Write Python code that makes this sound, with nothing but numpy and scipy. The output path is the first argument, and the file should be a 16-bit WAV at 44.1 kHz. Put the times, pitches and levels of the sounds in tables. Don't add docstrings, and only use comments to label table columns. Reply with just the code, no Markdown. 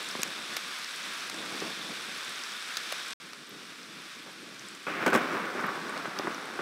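import sys
import numpy as np
from scipy import signal
from scipy.fft import rfft, irfft
from scipy.io import wavfile

SR = 44100
rng = np.random.default_rng(int(sys.argv[2]) if len(sys.argv) > 2 else 0)


def dump_mix(stems):
    frames = np.atleast_2d(stems).T
    limited = np.clip(frames, -1, 1)
    pcm = np.round(limited * 32767).astype(np.int16)
    wavfile.write(sys.argv[1], SR, pcm)


N = 291501
TIME = np.arange(N) / SR
HEAVY_RAIN_END_S, LIGHT_RAIN_START_S, PEAL_START_S = 3.134, 3.2, 4.867

# frequency in Hz, gain in dB.
PEAL_COLOUR = [(30, -83), (70, -36), (110, -17), (190, -1.5), (340, -1), (650, -4.5), (900, -4.5),
               (1250, -1), (1700, -5.5), (2400, -13.5), (3200, -21), (5000, -30), (9000, -39)]


def peal(bed_db=-37, fade_db_per_s=3.5, rasp_db=7.0, rasp_s=0.21):
    # crest in seconds, level in dB, fade time in seconds.
    swells = [(5.03, -33.5, 0.023), (5.18, -30, 0.088), (5.355, -34.5, 0.14), (5.65, -38.5, 0.11),
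              (5.965, -36, 0.037), (6.24, -41, 0.18)]
    body = roll(PEAL_COLOUR, grain_db=-1.5, throb_db=-0.5)
    age = np.maximum(TIME - PEAL_START_S, 0)
    rasping = boost(body, hz=2350, width_hz=1200, db=rasp_db * np.exp(-age / rasp_s))
    loudness = surges(swells, bed_db - fade_db_per_s * age, rise_share=1)
    return (TIME >= PEAL_START_S) * loudness * rasping


def claps(steep_hz=4000, snap_db=-2.5, snap_share=0.3, crackle_db=-20, crackle_s=0.01):
    # start in seconds, level in dB,
    # fade time in seconds, low-pass cutoff in Hz, thump boost in dB.
    fronts = [(0.152, -28, 0.0032, 1400, 10), (0.192, -33, 0.007, 496, 5), (1.618, -34, 0.016, 650, 6),
              (4.263, -47.5, 0.045, 900, -4), (4.425, -44.5, 0.0099, 500, 13),
              (4.869, -31, 0.0082, 3000, 5), (4.9, -37, 0.016, 500, 10), (5.063, -20.5, 0.016, 6000, 5),
              (5.068, -20, 0.0033, 450, 5), (5.0715, -28, 0.0069, 4500, 6), (5.079, -23.5, 0.01, 5000, 6),
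              (5.086, -35, 0.0096, 4500, -2), (5.1015, -31.5, 0.014, 4500, 5),
              (5.124, -27, 0.016, 2400, -2), (5.131, -25.5, 0.024, 5000, -2),
              (5.1385, -24, 0.0037, 5000, -1), (5.143, -23, 0.0046, 5000, 3), (5.1495, -18, 0.014, 5100, 0),
              (5.159, -23, 0.014, 4500, 12), (5.175, -27, 0.0068, 4500, 8), (5.243, -33, 0.0088, 500, 6),
              (5.326, -31, 0.029, 500, 10), (5.37, -32, 0.012, 1900, 0), (5.551, -32.5, 0.02, 550, 10),
              (5.582, -34.5, 0.037, 2400, -19), (5.64, -27.5, 0.0064, 2200, -9),
              (5.66, -36, 0.013, 2400, -16), (5.682, -30.5, 0.018, 1900, -3), (5.757, -39, 0.012, 1500, -2),
              (5.893, -37, 0.008, 2400, -11), (6.056, -27, 0.0034, 2200, -14), (6.079, -34, 0.008, 600, -4),
              (6.196, -28.5, 0.0085, 1800, 1), (6.243, -34, 0.016, 550, 14), (6.272, -26, 0.01, 1800, 6),
              (6.304, -36.5, 0.0095, 500, 3), (6.590, -29.5, 0.017, 1800, 2.5)]
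    # frequency in Hz, gain in dB.
    snap_colour = [(100, -18), (500, 17), (2000, 2), (4000, -5.5), (6500, -4), (10000, -8.5), (16000, -15)]
    out, wakes = np.zeros(N), np.zeros(N)
    for start, db, fade_s, top_hz, thump_db in fronts:
        front = shock_burst(PEAL_COLOUR, fade_s, lead_db=-7)
        thumping = boost(front, hz=310, width_hz=280, db=thump_db)
        add(out, start, undb(db) * np.std(front) * unit(cut(thumping, top_hz, "low")))
        if top_hz > steep_hz:
            snap = shock_burst(snap_colour, snap_share * fade_s, lead_db=-8)
            add(out, start, undb(db + snap_db) * snap)
            add(wakes, start, undb(db) * np.exp(-TIME / crackle_s))
    crackle = unit(colour(impacts(rate=600, spread_db=3, limit_db=6), snap_colour))
    return out + undb(crackle_db) * wakes * crackle


def shock_burst(tone, fade_s, lead_db, size=8192):
    envelope = np.exp(-np.arange(size) / SR / fade_s)
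    wake = unit(rng.standard_normal(size) * envelope)
    lead = undb(lead_db) * unit(signal.unit_impulse(size))
    return unit(colour(lead + wake, tone)) * np.sqrt(np.mean(envelope ** 2))


def roll(tone, grain_db, throb_db):
    shocks = rng.standard_normal(N) + undb(grain_db) * impacts(rate=500, spread_db=-3.0, limit_db=1.5)
    return unit(colour(shocks, tone)) * undb(throb_db * drift(35))


def surges(swells, bed_db, rise_share):
    power = undb(bed_db) ** 2
    for crest_s, db, fade_s in swells:
        rise_s = rise_share * fade_s
        from_crest = np.maximum((TIME - crest_s) / fade_s, (crest_s - TIME) / rise_s)
        power = power + (undb(db) * np.exp(-from_crest)) ** 2
    return np.sqrt(power)


def rain(patter_db=-6, spray_db=-19, flutter_db=1.0, sizzle_sway_db=2):
    # frequency in Hz, gain in dB.
    wash_colour = [(100, -31.5), (250, -19), (500, -11.5), (850, -9), (1150, 0), (1600, 0.5), (2000, -2.5),
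                   (3000, -5), (4500, -6.5), (6000, -11), (7100, -14), (9500, -14.5), (11500, -21.5),
                   (16000, -31)]
    # time in seconds, relative level in dB.
    sizzle_curve = [(0, -12), (1.66, -14.5), (1.74, -5.5), (1.86, -12), (1.98, -12), (3.13, -13.5),
                    (3.6, -17), (6.6, -14.5)]
    # pitch in Hz, level in dB.
    leaves = [(4700, 1), (5900, -0.5), (7800, 3.5), (9500, 1.5), (12000, -15)]
    hiss = rng.standard_normal(N) * undb(flutter_db * drift(9.2))
    patter = impacts(rate=1400, spread_db=6.5, limit_db=12.5)
    wash = unit(colour(hiss + undb(patter_db) * patter, wash_colour))
    pings = ring_twice(impacts(rate=1200, spread_db=7.0, limit_db=16.5), hz=3560, width_hz=600)
    sizzle_db = np.interp(TIME, *np.transpose(sizzle_curve)) + sizzle_sway_db * drift(7.9)
    spray = np.zeros(N)
    for hz, db in leaves:
        hits = impacts(rate=22, spread_db=3.5, limit_db=6.5)
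        spray += undb(db) * ring_twice(hits, hz, width_hz=2200)
    return rain_strength() * (wash + undb(sizzle_db) * unit(pings) + undb(spray_db) * unit(spray))


def rain_strength(heavy_db=-42, flurry_db=0.5, flurry_s=0.99, light_db=-50, pickup_db_per_s=0.54):
    heavy = heavy_db + flurry_db * np.exp(-TIME / flurry_s)
    light = light_db + pickup_db_per_s * (TIME - LIGHT_RAIN_START_S)
    return undb(np.where(TIME < LIGHT_RAIN_START_S, heavy, light))


def housing_drops(tick_s=0.00072, click_db=-14):
    # start in seconds, tick level in dB, tick pitch in Hz,
    # slap delay in seconds, slap level in dB, slap pitch in Hz, slap fade time in seconds,
    # low-pass cutoff in Hz, plop level in dB.
    drops = [(0.2323, -10.5, 6830, 0.0003, -18, 2340, 0.0014, 15000, -48),
             (0.5651, -29, 5200, 0.0021, -22.5, 2000, 0.0031, 13000, -34),
             (1.298, -26, 5400, 0.0014, -25.5, 1450, 0.001, 11000, -54),
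             (2.7701, -18, 3880, 0.0026, -18, 1400, 0.00068, 14500, -45),
             (2.9211, -25, 2400, 0.0031, -21.5, 1450, 0.0016, 13000, -25),
             (3.3332, -27.5, 3400, 0.0002, -39, 2270, 0.0008, 7000, -50),
             (5.9762, -30, 4300, 0.00063, -30, 1200, 0.0016, 8000, -36),
             (6.1892, -31, 5000, 0.0005, -33.5, 1150, 0.0016, 13000, -40)]
    # pitch in Hz, bandwidth in Hz, level in dB.
    wall_modes = [(327, 92, -8), (600, 71, -7), (1220, 540, 2.5), (2770, 170, 0), (4100, 1200, -5),
                  (6270, 390, -5.5), (9910, 120, 5), (11800, 600, -12), (14200, 800, -9)]

    def strike(fade_s, hz, top_hz, width_share, splash_db, wall_db):
        push = cut(drop_push(fade_s, splash_db), top_hz, "low")
        spot = ring(push, hz, width_share * hz)
        wall = ring_modes(push, wall_modes)
        return with_tone_energy(spot + undb(wall_db) * wall + undb(click_db) * push, fade_s)

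    hollow = ring_twice(signal.unit_impulse(1024), hz=600, width_hz=320)
    plop = with_tone_energy(hollow, fade_s=0.0015)
    out = np.zeros(N)
    for start, tick_db, tick_hz, lag_s, slap_db, slap_hz, slap_s, top_hz, plop_db in drops:
        tick = strike(tick_s, tick_hz, top_hz, width_share=0.29, splash_db=-13, wall_db=-4)
        slap = strike(slap_s, slap_hz, top_hz, width_share=0.31, splash_db=-11, wall_db=-3)
        add(out, start, undb(tick_db) * tick)
        add(out, start + lag_s, undb(slap_db) * slap + undb(plop_db) * plop)
    return cut(out, 180, "high")


def twig_ticks(fade_s=0.0011, splash_db=-14, click_db=-23):
    # start in seconds, level in dB, pitch in Hz, bandwidth in Hz.
    ticks = [(0.0294, -35, 9000, 5000), (0.047, -34, 7400, 1000), (0.0888, -29, 7500, 5000),
             (0.112, -29, 5130, 1000), (0.2188, -27, 7500, 6000), (0.277, -35, 5700, 900),
             (0.683, -46, 12000, 5000), (0.789, -38, 10000, 5000), (0.845, -29, 4930, 1800),
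             (0.961, -33.5, 8500, 5000), (1.03, -35, 6500, 2000), (1.137, -36, 9500, 2500),
             (1.207, -34, 6000, 2500), (1.344, -33, 7000, 3000), (1.603, -31.5, 6000, 3000),
             (2.176, -37, 9500, 2000), (2.248, -36, 7500, 4000), (2.295, -35, 9000, 5000),
             (2.359, -36, 6000, 2000), (2.4372, -29, 5170, 4000), (2.52, -34, 5800, 3000),
             (2.739, -36, 7000, 2500), (2.819, -50, 5500, 2500), (3.083, -34, 7950, 6000),
             (3.107, -32.5, 7500, 3000), (3.494, -42, 12900, 2980), (3.831, -39, 5200, 2500),
             (4.02, -48, 10000, 5000), (4.151, -43, 6460, 1800), (4.23, -49, 14100, 2500),
             (4.332, -50, 11200, 3000), (4.5445, -43, 7000, 3000), (4.595, -35.5, 5600, 3000),
             (4.686, -35.5, 8000, 4000), (4.751, -38, 7500, 3500), (5.329, -43, 7000, 3500),
             (5.611, -41, 7500, 3000), (5.667, -41, 12500, 2500), (5.896, -36, 8700, 2500),
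             (6.039, -49, 13000, 3000), (6.189, -24.5, 4700, 2400), (6.346, -32.5, 5730, 1000),
             (6.456, -38, 9000, 1600)]
    out = np.zeros(N)
    for start, db, hz, width_hz in ticks:
        push = drop_push(fade_s, splash_db)
        tick = ring_twice(push, hz, width_hz) + undb(click_db) * push
        add(out, start, undb(db) * with_tone_energy(tick, fade_s))
    return out


def far_thunder(first_top_hz=1500, second_top_hz=500):
    # frequency in Hz, gain in dB.
    far_colour = [(30, -35), (70, -38), (110, -12), (190, 1), (320, 0.5), (500, -3), (750, -5.5),
                  (1200, -9), (2500, -47.5)]
    # crest in seconds, level in dB, fade time in seconds.
    swells = [(0.01, -45, 0.031), (0.24, -46, 0.24), (0.52, -50.5, 0.16), (1.36, -47, 0.27),
              (1.52, -47.5, 0.1), (1.65, -41.5, 0.11), (1.92, -49, 0.43), (3.42, -53.5, 0.44),
              (3.9, -51.5, 1), (4.48, -46.5, 0.1), (4.66, -47, 0.1)]
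    rumble = roll(far_colour, grain_db=-7.5, throb_db=2.5)
    first, second = cut(rumble, first_top_hz, "low"), cut(rumble, second_top_hz, "low")
    loudness = surges(swells, bed_db=-59.5, rise_share=0.75)
    return loudness * np.where(TIME < LIGHT_RAIN_START_S, first, second)


def mount_ring(fronts):
    # pitch in Hz, bandwidth in Hz, level in dB.
    mount_modes = [(388, 12, 2.5), (533, 14, -6), (770, 10, -2), (1007, 12, -1), (1141, 14, -1),
                   (1507, 12, 6), (1845, 14, 0)]
    return ring_modes(fronts, mount_modes)


def housing(x):
    # centre in Hz, bandwidth in Hz, boost in dB.
    cavity_modes = [(330, 21, 2), (1140, 31, 2), (1506, 340, 2.5), (2400, 540, 4), (3610, 830, 4),
                    (5440, 1040, 4.5), (7990, 530, 3), (13150, 1200, 3.5)]
    for hz, width_hz, db in cavity_modes:
        x = boost(x, hz, width_hz, db)
    return x


def drop_push(fade_s, splash_db, size=1024):
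    t = np.arange(size) / SR
    return (t == 0) + undb(splash_db) * rng.standard_normal(size) * np.exp(-t / fade_s)


def impacts(rate, spread_db, limit_db):
    size = undb(np.minimum(spread_db * rng.exponential(size=N), limit_db))
    hits = rng.random(N) < rate / SR
    return unit(hits * size * rng.choice([-1, 1], N))


def drift(rate):
    knots = rng.standard_normal(1024)
    return np.interp(TIME * rate, np.arange(len(knots)), knots)


def colour(x, points, size=4096):
    hz, db = np.transpose(points)
    bins = np.maximum(np.fft.rfftfreq(size, 1 / SR), 1)
    gain = undb(np.interp(np.log(bins), np.log(hz), db))
    cepstrum = irfft(np.log(gain))
    cepstrum[1:size // 2] *= 2
    cepstrum[size // 2 + 1:] = 0
    response = irfft(np.exp(rfft(cepstrum)))
    return signal.fftconvolve(x, response)[:len(x)]


def ring(x, hz, width_hz):
    q = hz / min(width_hz, SR / np.pi)
    return signal.lfilter(*signal.iirpeak(min(hz, SR / 2 - 1), q, fs=SR), x)


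def ring_twice(x, hz, width_hz):
    return ring(ring(x, hz, width_hz), hz, width_hz)


def ring_modes(x, modes):
    return sum(undb(db) * ring(x, hz, width_hz) for hz, width_hz, db in modes)


def boost(x, hz, width_hz, db):
    return x + (undb(db) - 1) * ring(x, hz, width_hz)


def cut(x, hz, kind):
    return signal.sosfilt(signal.butter(2, min(hz, SR / 2 - 1), kind, fs=SR, output="sos"), x)


def with_tone_energy(x, fade_s):
    return x * np.sqrt(fade_s * SR / 4 / np.sum(x ** 2))


def add(track, start, sound):
    part = track[int(start * SR):][:len(sound)]
    part += sound[:len(part)]


def undb(db):
    return 10 ** (np.asarray(db) / 20)


def unit(x):
    return x / np.sqrt(np.mean(x ** 2))


def scene():
    fronts = claps()
    thunder = far_thunder() + peal() + fronts + mount_ring(fronts)
    heard = housing(thunder + rain() + housing_drops() + twig_ticks())
    return np.array([heard, heard])


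def record(dry, ceiling=0.3, bass_hz=62, top_hz=15700):
    rounded = ceiling * np.tanh(dry / ceiling)
    audible = (TIME < HEAVY_RAIN_END_S) | (TIME >= LIGHT_RAIN_START_S)
    thinned = cut(audible * rounded, bass_hz, "high")
    steep_low_pass = signal.ellip(10, .2, 80, top_hz, fs=SR, output="sos")
    return signal.sosfilt(steep_low_pass, thinned)


dry = scene()
out = record(dry)
dump_mix(out)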